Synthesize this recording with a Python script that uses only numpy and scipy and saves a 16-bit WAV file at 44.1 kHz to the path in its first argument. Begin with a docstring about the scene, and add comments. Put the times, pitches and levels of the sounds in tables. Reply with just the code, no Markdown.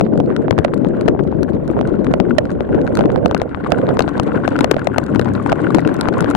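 """Motorcycle ride in heavy rain

A rider on a flooded street wears a camera with two microphone holes, the left and right ports.
Wind buffets both, and the engine drones faintly underneath. Spray from the car ahead washes
and patters on the camera's housing, ever thicker. A drop that lands right on a port rings
the film of water there, and a big one overloads that side."""
import sys
import numpy as np
from scipy import signal
from scipy.fft import rfft, irfft
from scipy.io import wavfile

SR = 44100
rng = np.random.default_rng(int(sys.argv[2]) if len(sys.argv) > 2 else 0)


def bounce(signal):
    """Save signal as a 16-bit WAV file at the path given by the first command-line argument."""
    frames = np.transpose(np.atleast_2d(signal))
    limited = np.clip(frames, -1, 1)
    pcm = np.round(limited * 32767).astype(np.int16)
    wavfile.write(sys.argv[1], SR, pcm)


N = 280476
TIME = np.arange(N) / SR
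RING_TIME = np.arange(4096) / SR  # seconds since a hit
LUMP_DB, LUMP_HZ = 1.6, 50.  # the spray lands in lumps: how strong, how fast

# Levels are relative. t60 is the time a ring takes to fade by 60 dB.
# rush of air at the ports: f/Hz, left/dB, right/dB
WIND_SPECTRUM = [(22, -107, -27), (56, -26.5, -33), (106, -18, -5.5), (119.7, -6.5, -7.5), (247, -2.5, -5),
                 (350, -3.5, -9), (503, -14.5, -5), (593, -13, -11), (680, -25.5, -15), (1260, -51, -44.5),
                 (2920, -68, -86.5), (9000, -100, -100)]
# strength of the airflow: t/s, left/dB, right/dB
GUST_LEVELS = [(0.0, -12.5, -17.5), (0.55, -15.5, -24.5), (0.799, -16, -24), (1.05, -13, -20.5),
               (1.38, -14.5, -24), (1.462, -15.5, -28), (1.581, -13, -24), (1.679, -21.5, -23.5),
               (2.02, -10, -22), (2.12, -15.5, -21.5), (2.22, -10.5, -24.5), (2.449, -19, -18.5),
               (2.661, -19, -24.5), (2.78, -10, -18.5), (2.88, -18.5, -14), (3.04, -10.5, -15),
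               (3.261, -22.5, -14), (3.38, -23, -29), (3.459, -26.5, -16), (3.537, -32.5, -33),
               (3.719, -19.5, -16), (3.919, -13.5, -14.5), (4.099, -22.5, -27.5), (4.322, -13.5, -21),
               (4.78, -23, -26), (5.3, -15, -28), (5.841, -14, -21), (5.92, -15.5, -22), (6.36, -16, -22.5)]
# drops and short, low wind bumps at a port: t/s, port (0 left, 1 right), level/dB, ring f/Hz, t60/s
PORT_HITS = [(0.01, 0, 13.5, 617, 0.0099), (0.065, 1, -11.5, 1095, 0.0038), (0.2017, 1, 1.5, 687, 0.015),
             (0.303, 1, -10.5, 1070, 0.011), (0.482, 1, -1, 705, 0.011), (0.5085, 0, 21.5, 380, 0.0084),
             (0.527, 0, -8, 880, 0.011), (0.5802, 1, 0.5, 970, 0.0057), (0.5876, 0, 20.5, 312, 0.0074),
             (0.6476, 1, 14, 614, 0.016), (0.66, 0, -12, 950, 0.0027), (0.6818, 0, -9, 1000, 0.0025),
             (0.737, 0, 0, 910, 0.0039), (0.8475, 0, 2.5, 430, 0.0073), (1.08, 0, 9.5, 542, 0.021),
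             (1.0844, 0, 17.5, 372, 0.012), (1.193, 0, -2, 786, 0.0059), (1.701, 0, -0.5, 326, 0.056),
             (1.791, 1, -7.5, 1100, 0.0064), (1.812, 1, 2, 655, 0.011), (2.068, 0, 1, 905, 0.0017),
             (2.1385, 1, 16, 595, 0.0095), (2.2009, 0, 8.5, 657, 0.008), (2.3829, 1, 20.5, 596, 0.022),
             (2.607, 0, 4.5, 480, 0.011), (2.7463, 0, 4.5, 362, 0.043), (2.9915, 1, 8, 695, 0.0073),
             (3.0088, 0, 3.5, 646, 0.019), (3.039, 0, -5, 760, 0.0081), (3.0568, 0, 4.5, 334, 0.044),
             (3.102, 0, -1, 780, 0.0033), (3.1601, 1, 1.5, 770, 0.0087), (3.2592, 0, 15.5, 600, 0.0096),
             (3.312, 0, 5.5, 820, 0.0057), (3.3468, 0, 21.5, 403, 0.0045), (3.417, 0, 14.5, 523, 0.0056),
             (3.5468, 0, 1, 1010, 0.0022), (3.646, 0, -5.5, 900, 0.0039), (3.7196, 1, 21, 623, 0.011),
             (3.816, 0, -7.5, 890, 0.0027), (3.8904, 0, 2.5, 720, 0.0082), (3.9705, 0, -1.5, 920, 0.0073),
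             (3.992, 0, 28.5, 354, 0.0081), (4.0057, 0, 15, 620, 0.0075), (4.0787, 0, 2.5, 604, 0.0083),
             (4.1979, 0, 19.5, 510, 0.0043), (4.478, 0, 14.5, 583, 0.01), (4.6088, 0, 14, 274, 0.023),
             (4.6437, 0, 22, 450, 0.0091), (4.712, 0, 31.5, 353.5, 0.013), (4.7431, 0, 5.5, 380, 0.0076),
             (4.7664, 1, 2.5, 600, 0.022), (4.871, 0, 16.5, 537, 0.011), (4.9823, 0, 25, 454, 0.0068),
             (5.159, 0, 10.5, 280, 0.021), (5.195, 0, 21.5, 309, 0.008), (5.462, 0, -0.5, 840, 0.018),
             (5.5198, 0, 8.5, 730, 0.01), (5.527, 1, 11, 660, 0.015), (5.7458, 0, 19, 290, 0.021),
             (5.7843, 0, 8, 710, 0.012), (6.056, 0, -1.5, 900, 0.0077), (6.086, 0, 13.5, 687, 0.0062),
             (6.225, 0, -3.5, 900, 0.0056), (6.2444, 0, 10, 399, 0.0072), (6.3504, 0, 14, 710, 0.0089)]
# notes of the hollow behind a port: f/Hz, level/dB, t60/s
CAVITY_MODES = [(1205, -18.5, 0.012), (1800, -33, 0.0098), (3050, -38.5, 0.0065), (4500, -33, 0.0032)]
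# heavy drops that shove the air in the left port: t/s, level/dB, f/Hz
THUD_HITS = [(0.508, 0, 112), (0.588, -2, 89)]
# flow of spray, thicker as the car ahead comes closer: t/s, level/dB
SPRAY_FLOW = [(0.0, -49), (0.24, -55), (0.3, -44), (0.39, -50.5), (0.95, -49.5), (1.02, -41.5),
              (1.12, -55.5), (1.33, -51.5), (1.8, -45.5), (2.28, -48.5), (2.7, -46.5), (2.98, -42),
              (3.2, -47), (3.38, -46), (3.56, -47.5), (3.88, -40.5), (4.23, -40), (4.5, -39), (4.8, -42),
              (5.67, -38), (5.81, -40.5), (6.36, -35.5)]
# water washing over the housing: f/Hz, left/dB, right/dB
WASH_SPECTRUM = [(310, -28, 13.5), (710, 17.5, -9.5), (940, 2, -3), (1060, 6, -5), (1290, -3, -6.5),
                 (1520, 2, -5.5), (1500, -1, -3.5), (1620, -10, -10), (1880, -5, -11), (2360, -13.5, -16.5),
                 (2970, -15, -27), (3600, -17.5, -25), (4380, -19, -24), (5500, -35.5, -32.5),
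                 (11900, -67.5, -62)]
# fine mist on the housing: f/Hz, left/dB, right/dB
MIST_SPECTRUM = [(2500, -10, -15), (3720, -3, 1), (5700, -8, -11), (7200, -2, -3), (8700, -3, -1.5),
                 (10400, -8, -9), (12500, -13.5, -15), (14400, -20, -23), (16000, -36, -38)]
# drops on the housing, from dull taps to bright ticks: t/s, level/dB, brightness/(dB per octave)
TAP_HITS = [(0.176, -20.5, -3), (0.364, -10.5, -5), (0.644, -17, -1), (0.741, -17, 7), (0.778, -25, 2.0),
            (0.887, -27.5, 4), (1.011, -15.5, 1), (1.431, -10.5, 3), (1.678, -20, 5), (1.713, -30, 12),
            (1.874, -23.0, 4.5), (2.045, -19, -1), (2.454, -23, -5.5), (2.505, -22.5, -1),
            (2.516, -22, 3.0), (2.876, -23.5, -18), (2.953, -8.5, 3), (2.972, -4, 0.5), (2.99, -17.0, -4),
            (3.118, -25, 3.0), (3.281, -26, 2.0), (3.378, -17, 3), (3.705, -23, 4), (3.714, -28, -10),
            (4.023, -15, 4), (4.091, -16, 0.5), (4.179, -20, -2), (4.233, -19.5, 6), (4.278, -26, -7),
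            (4.445, -25.5, -7), (4.475, -26.0, -2), (4.489, -20.5, 4), (4.564, -15.5, -8), (4.59, -5, -4),
            (4.608, -1, 1), (4.793, -20, 3), (4.845, -21, 4), (5.039, -24.0, 12), (5.064, -19.5, 1),
            (5.149, -19, -12), (5.214, -14, 2), (5.246, -20, 0.0), (5.257, -24.0, -11), (5.288, -24.5, -4),
            (5.336, -25, 12), (5.342, -27, -1), (5.352, -21, -12), (5.474, -27, 2.0), (5.497, -14, 0),
            (5.705, -18, -1), (5.748, -3, 3.5), (5.793, -19, -3), (5.805, -25.0, 9), (5.875, -9, -1.5),
            (5.942, -18.0, 10), (5.958, -33, 5), (5.966, -22, 2), (5.996, -32, 7), (6.011, 1.5, 2.0),
            (6.127, -27, -4.0), (6.183, -28, 16), (6.207, -4.5, 4), (6.302, -15, 10.5), (6.31, -15.5, 5)]
# a drop bursting on the housing: f/Hz, level/dB
SPLAT_SPECTRUM = [(300, -12), (800, -5), (1500, 1), (2200, -1), (3100, -4), (4200, -1), (5500, -10),
                  (7200, -9), (11000, -18), (16000, -34)]
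# notes of the housing and its mount: f/Hz, level/dB, t60/s
HOUSING_MODES = [(310, 3, 0.022), (1000, 15.5, 0.032), (1418, 28.5, 0.014), (1800, 2, 0.026),
                 (2570, -7, 0.023), (4180, -73, 0.011)]
# drops that plop on the wet housing: t/s, level/dB, f/Hz
PLOP_HITS = [(1.195, -21, 1500), (1.852, -18, 1470), (2.308, -9, 1425), (2.728, -17, 1470),
             (2.875, -18, 1596), (3.366, -12.5, 1470), (3.662, -10, 1144), (3.745, -14, 1460),
             (4.022, -14, 4200), (4.319, -13, 1390), (4.374, -13.5, 1475), (4.556, -8, 1410),
             (4.817, -14.5, 1400), (4.944, -12, 1440), (5.398, -13, 1160), (5.493, -9.5, 1440),
             (5.668, -7.5, 1440), (5.704, -10, 1130), (5.793, -16, 1915), (5.849, -12.5, 1430),
             (5.85, -19, 2690), (6.17, -10, 1030), (6.188, -12, 1420)]
# notes within a plop: ratio to the main note, level/dB
PLOP_MODES = [(.72, -10), (1, 0), (1.36, -17), (1.9, -21)]
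# slow buffeting of the rider: t/s, level/dB
BUFFET_LEVELS = [(0, -38.5), (1.0, -31), (1.3, -25), (1.9, -24), (2.3, -29), (2.9, -27), (3.15, -48)]
# the engine eases off and picks up again: t/s, firings per second, level/dB
ENGINE_RUN = [(0, 40.3, -42.5), (3.5, 24, -31), (4.3, 32.8, -27.5), (4.7, 34, -25), (5.1, 36, -22.5),
              (5.3, 32.6, -18.5), (5.5, 35, -25.5), (5.68, 42, -22), (6.05, 40.5, -27.5), (6.36, 35, -28)]
# tones of the exhaust: multiple of the firing rate, level/dB
EXHAUST_TONES = [(2, -9), (3, -3), (4, -2.5), (6, -3), (7, -10), (8, -27)]


def wind(trims_db=(0., 1.5), flutter_db=3.5, flutter_hz=37., edge_hz=740., brighten=.22):
    """Air swirls at each port; strong gusts hold smaller swirls and sound brighter."""
    out = []
    for air, gust_db, trim_db in zip(noise(WIND_SPECTRUM), curves(GUST_LEVELS), trims_db):
        air = unit_rms(air)
        small_swirls = filtered(air, 1, edge_hz, "high")
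        air = air + small_swirls * (gain_of(brighten * (gust_db - gust_db.mean())) - 1)
        out.append(air * gain_of(gust_db + trim_db + flutter_db * wander(flutter_hz)))
    return np.array(out)


def port_ring(port, db, hz, t60, sag_s=.003, slide_s=.005):
    """The note of one hit on a port; it falls if a heavy drop spreads or the water runs off."""
    heaviness = np.clip((db - 12) / 10, 0, 1)
    sag_octaves = (.9, .15)[port] * heaviness * np.exp(-RING_TIME / sag_s)
    runs_off = t60 < .022  # only rings that fade quickly
    slide_octaves = .55 * runs_off * (np.exp(-RING_TIME / slide_s) - .6)
    return ring(hz * 2 ** (slide_octaves + sag_octaves), t60)


def port_hits(push_hz=147., attack_s=.00009, small_db=(-13., -22.5), small_per_s=2.7, top_hz=4400.):
    """Drops and short wind bumps hit one port: a ring, a low push and a knock in the hollow behind."""
    out = np.zeros((2, N))
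    knock = gain_of(-57.5) * struck(HOUSING_MODES) + struck(CAVITY_MODES)
    attack = 1 - np.exp(-RING_TIME / attack_s)
    for s, port, db, hz, t60 in PORT_HITS:
        push_db = -5.5 - 39.5 * max(np.log2(600 / hz), 0)  # lower notes get less push
        push = gain_of(push_db) * ring(push_hz, t60=.01)
        blow = port_ring(port, db, hz, t60) + push + knock
        add(out[port], s, gain_of(db) * attack * blow)
    for side, side_db in zip(out, small_db):  # small drops ring the water film at random
        for hz in np.geomspace(380., 850., 5):
            hits = impacts(small_per_s, spread_db=4., most=2.5)
            film = ring(hz, 9 / hz) * (1 - np.exp(-4 * hz * RING_TIME))
            side += gain_of(side_db) * signal.oaconvolve(hits, film)[:N]
    return filtered(out, 4, top_hz)  # the narrow port passes little treble


def thuds(t60=.085):
    """Heavy drops set off a deep, short swing of air pressure in the left port."""
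    out = np.zeros((2, N))
    for s, db, hz in THUD_HITS:
        add(out[0], s, gain_of(db) * ring(hz, t60))
    return out


def spray(flow_db, wash_db=1., mist_db=-23.5, hum_db=13., hum_hz=286.6):
    """Water flung by tyres washes and hisses on the housing; its pelting keeps the mount humming."""
    lumps = gain_of(LUMP_DB * wander(LUMP_HZ))
    wash = unit_rms(noise(WASH_SPECTRUM) * lumps) * gain_of(wash_db)
    mist = unit_rms(noise(MIST_SPECTRUM)) * gain_of(mist_db)
    mount = signal.lfilter(*signal.iirpeak(hum_hz, Q=37., fs=SR), rng.standard_normal(N))
    hum = unit_rms(filtered(mount, 2, [170., 420.], "band")) * gain_of(hum_db)
    return (wash + mist + hum * pan(right_db=-11.5)) * gain_of(flow_db)


def patter(flow_db, level_db=6.5, per_pitch_per_s=50., cycles=11.5):
    """Spray lands in clumps of tiny plinks at many pitches, coloured by the housing."""
    out = np.zeros((2, N))
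    for hz in np.geomspace(900., 3400., 36):
        plink = unit_rms(ring(hz, cycles / hz) * (1 - np.exp(-RING_TIME * hz / 2)))
        hits = impacts(per_pitch_per_s, spread_db=3.8, most=3)
        for side in out:
            delayed = np.roll(plink, rng.integers(30))
            side += signal.oaconvolve(hits, delayed)[:N] * rng.uniform(.5, 1)
    clumps = gain_of(LUMP_DB * wander(LUMP_HZ))
    out = signal.oaconvolve(out, click(WASH_SPECTRUM), axes=1)[:, :N] * clumps
    return unit_rms(out) * gain_of(flow_db + level_db)


def splat(brightness_db=0., pivot_hz=4500):
    """A drop flattens within a millisecond and scatters droplets for a few more."""
    size = len(RING_TIME)
    burst = noise_burst(swell_s=rng.uniform(.0002, .0007))
    burst /= np.linalg.norm(burst, axis=1, keepdims=True)
    spectrum = rfft(burst, 2 * size) * rfft(click(SPLAT_SPECTRUM), 2 * size)
    octaves = np.clip(np.log2((np.fft.rfftfreq(2 * size, 1 / SR) + 1) / pivot_hz), -1, 1)
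    return irfft(spectrum * gain_of(brightness_db * octaves))[:, :size]


def housing_taps(flow_db, tick_db=1.5, body_db=-33.5, small_db=-22., small_per_s=2.2):
    """Drops tick on the housing, and duller ones ring it more; small ones tap at random."""
    out = np.zeros((2, N))
    body = struck(HOUSING_MODES) * pan(right_db=-10.)
    sides = pan(right_db=-3.)
    for s, db, brightness_db in TAP_HITS:
        tick = splat(brightness_db) * sides * gain_of(tick_db + db)
        add(out, s, tick + body * gain_of(body_db + .79 * (db - brightness_db)))
    strength = sides * gain_of(small_db + .78 * (flow_db - flow_db.mean()))
    for top_hz in np.geomspace(1500, 7000, 10):
        tap = filtered(splat(), 2, top_hz) * rng.uniform(.2, 1, (2, 1))
        hits = impacts(small_per_s, spread_db=6.5, most=3)
        out += strength * 2000 / top_hz * signal.oaconvolve(hits[None], tap, axes=1)[:, :N]
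    return out


def plop(hz, cycles=23.3):
    """One hollow note that swells over its first cycle and soon dies away."""
    notes = sum(gain_of(db) * ring(hz * ratio, cycles / hz) for ratio, db in PLOP_MODES)
    return 2 * notes * (1 - np.exp(-RING_TIME * hz))


def plops(flow_db, small_db=6., small_per_s=6.):
    """Drops plop on the wet housing; the spray adds small ones at random."""
    out = np.zeros((2, N))
    for hz in np.geomspace(1352., 1583., 10):
        hits = impacts(small_per_s, spread_db=4., most=2)
        for side in out:
            side += signal.oaconvolve(hits, plop(hz * rng.uniform(.95, 1.05)))[:N]
    out = unit_rms(out) * gain_of(flow_db + small_db)
    for s, db, hz in PLOP_HITS:
        add(out, s, plop(hz) * gain_of(db))
    return out * pan(right_db=-10.)


def droplets(flow_db, level_db=-20., per_band_per_s=4.):
    """Fine droplets make soft, high spits that grow louder with the spray."""
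    out = np.zeros((2, N))
    for _ in range(12):
        hits = impacts(per_band_per_s, spread_db=3., most=3)
        burst = noise_burst(swell_s=rng.uniform(.0005, .0016))
        band_hz = rng.uniform(3500, 9000) * np.array([.7, 1.3])
        fizz = filtered(burst, 1, band_hz, "band")
        spit = signal.fftconvolve(fizz, click(MIST_SPECTRUM), axes=1)[:, :len(RING_TIME)]
        spit = spit / abs(spit).max() * rng.uniform(.2, 1, (2, 1))
        out += signal.oaconvolve(hits[None], spit, axes=1)[:, :N]
    return unit_rms(out) * gain_of(flow_db + level_db)


def buffet(band_hz=(42.3, 108.)):
    """Large swirls of air behind the windscreen make a deep rumble."""
    rumble = unit_rms(filtered(rng.standard_normal((2, N)), 2, band_hz, "band"))
    return rumble * gain_of(curves(BUFFET_LEVELS)) * pan(right_db=-17.)


def engine():
    """The exhaust drones faintly under the wind, its firings uneven in pace and strength."""
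    rate, level_db = curves(ENGINE_RUN)
    firings = np.cumsum(rate * (1 + .025 * wander(14.))) / SR
    drone = np.zeros(N)
    for multiple, db in EXHAUST_TONES:
        tone = np.sin(2 * np.pi * (multiple * firings + rng.random()))
        drone += gain_of(db) * tone * (1 + .45 * wander(10))
    return unit_rms(drone) * gain_of(level_db) * pan(right_db=-5)


def ring(hz, t60):
    """One fading note, at a steady or gliding pitch."""
    turns = np.cumsum(hz * np.ones(len(RING_TIME))) / SR
    return np.sin(2 * np.pi * turns) * 1000 ** (-RING_TIME / max(t60, .001))


def struck(modes):
    """One blow rings all of an object's own notes, its modes."""
    return sum(gain_of(db) * ring(hz, t60) for hz, db, t60 in modes)


def click(table):
    """The shortest pulse with this spectrum that makes no sound before its start; peak 1."""
    log_gain = np.log(colour(table, abs(np.fft.fftfreq(len(RING_TIME), 1 / SR))))
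    pulse = np.fft.ifft(np.exp(np.conj(signal.hilbert(log_gain)))).real
    return pulse / abs(pulse).max()


def impacts(per_s, spread_db, most):
    """Random hits, many small and a few large, spanning up to most * spread_db decibels."""
    size = gain_of(spread_db * np.minimum(rng.exponential(1, N), most))
    return size * rng.choice([-1, 1], N) * (rng.random(N) < per_s / SR)


def noise_burst(swell_s):
    """A puff of noise at each port that swells, then fades."""
    return RING_TIME * np.exp(-RING_TIME / swell_s) * rng.standard_normal((2, len(RING_TIME)))


def noise(table):
    """Noise with this spectrum, unrelated between the ports."""
    return irfft(rfft(rng.standard_normal((2, N))) * colour(table, np.fft.rfftfreq(N, 1 / SR)), N)


def wander(rate_hz):
    """A smooth random wobble, mostly slower than rate_hz."""
    hz = np.fft.rfftfreq(N, 1 / SR)
    return unit_rms(irfft(rfft(rng.standard_normal(N)) / (1 + (hz / rate_hz) ** 4), N))


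def colour(table, hz):
    """The gains a spectrum table gives at these frequencies."""
    f, *sides = np.transpose(table)
    return gain_of([np.interp(np.log(hz + 1), np.log(f), side) for side in sides])


def curves(table):
    """Joins each column's points with straight lines in time."""
    s, *columns = np.transpose(table)
    return np.array([np.interp(TIME, s, column) for column in columns])


def filtered(sound, order, hz, kind="low"):
    """Keeps the lows, the highs or a band; a higher order cuts more steeply."""
    return signal.sosfilt(signal.butter(order, hz, kind, fs=SR, output="sos"), sound)


def add(mix, s, sound):
    """Mixes a sound in, s seconds from the start."""
    part = mix[..., max(0, round(s * SR)):][..., :sound.shape[-1]]
    part += sound[..., :part.shape[-1]]


def gain_of(db):
    """Turns decibels into a multiplier."""
    return 10 ** (np.asarray(db) / 20)


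def pan(right_db):
    """Left and right gains that change only the right side."""
    return gain_of([[0], [right_db]])


def unit_rms(x):
    """Scales a signal to a typical size (rms) of 1."""
    return x / np.sqrt(np.mean(x ** 2) + 1e-20)


def scene(surge_db=2.5, surge_hz=23):
    """Wind, engine, surging spray and drops at the two ports."""
    air = wind() + buffet() + engine()
    flow_db = curves(SPRAY_FLOW)[0] + surge_db * wander(surge_hz)
    water = spray(flow_db) + patter(flow_db) + droplets(flow_db) + plops(flow_db)
    return air + water + housing_taps(flow_db) + port_hits() + thuds()


def record(dry, ceiling=.86, soft_hz=9300., low_cut_hz=24., top_hz=16400):
    """Overload flattens the peaks; filters soften the treble and cut the lowest and highest tones."""
    softened = filtered(np.clip(dry, -ceiling, ceiling), 1, soft_hz)
    trimmed = filtered(softened, 1, low_cut_hz, "high")
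    low_pass = signal.firwin(255, top_hz, window=("kaiser", 8), fs=SR)
    return signal.oaconvolve(trimmed, low_pass[None], "same", axes=1)


dry = scene()
out = record(dry)
bounce(out)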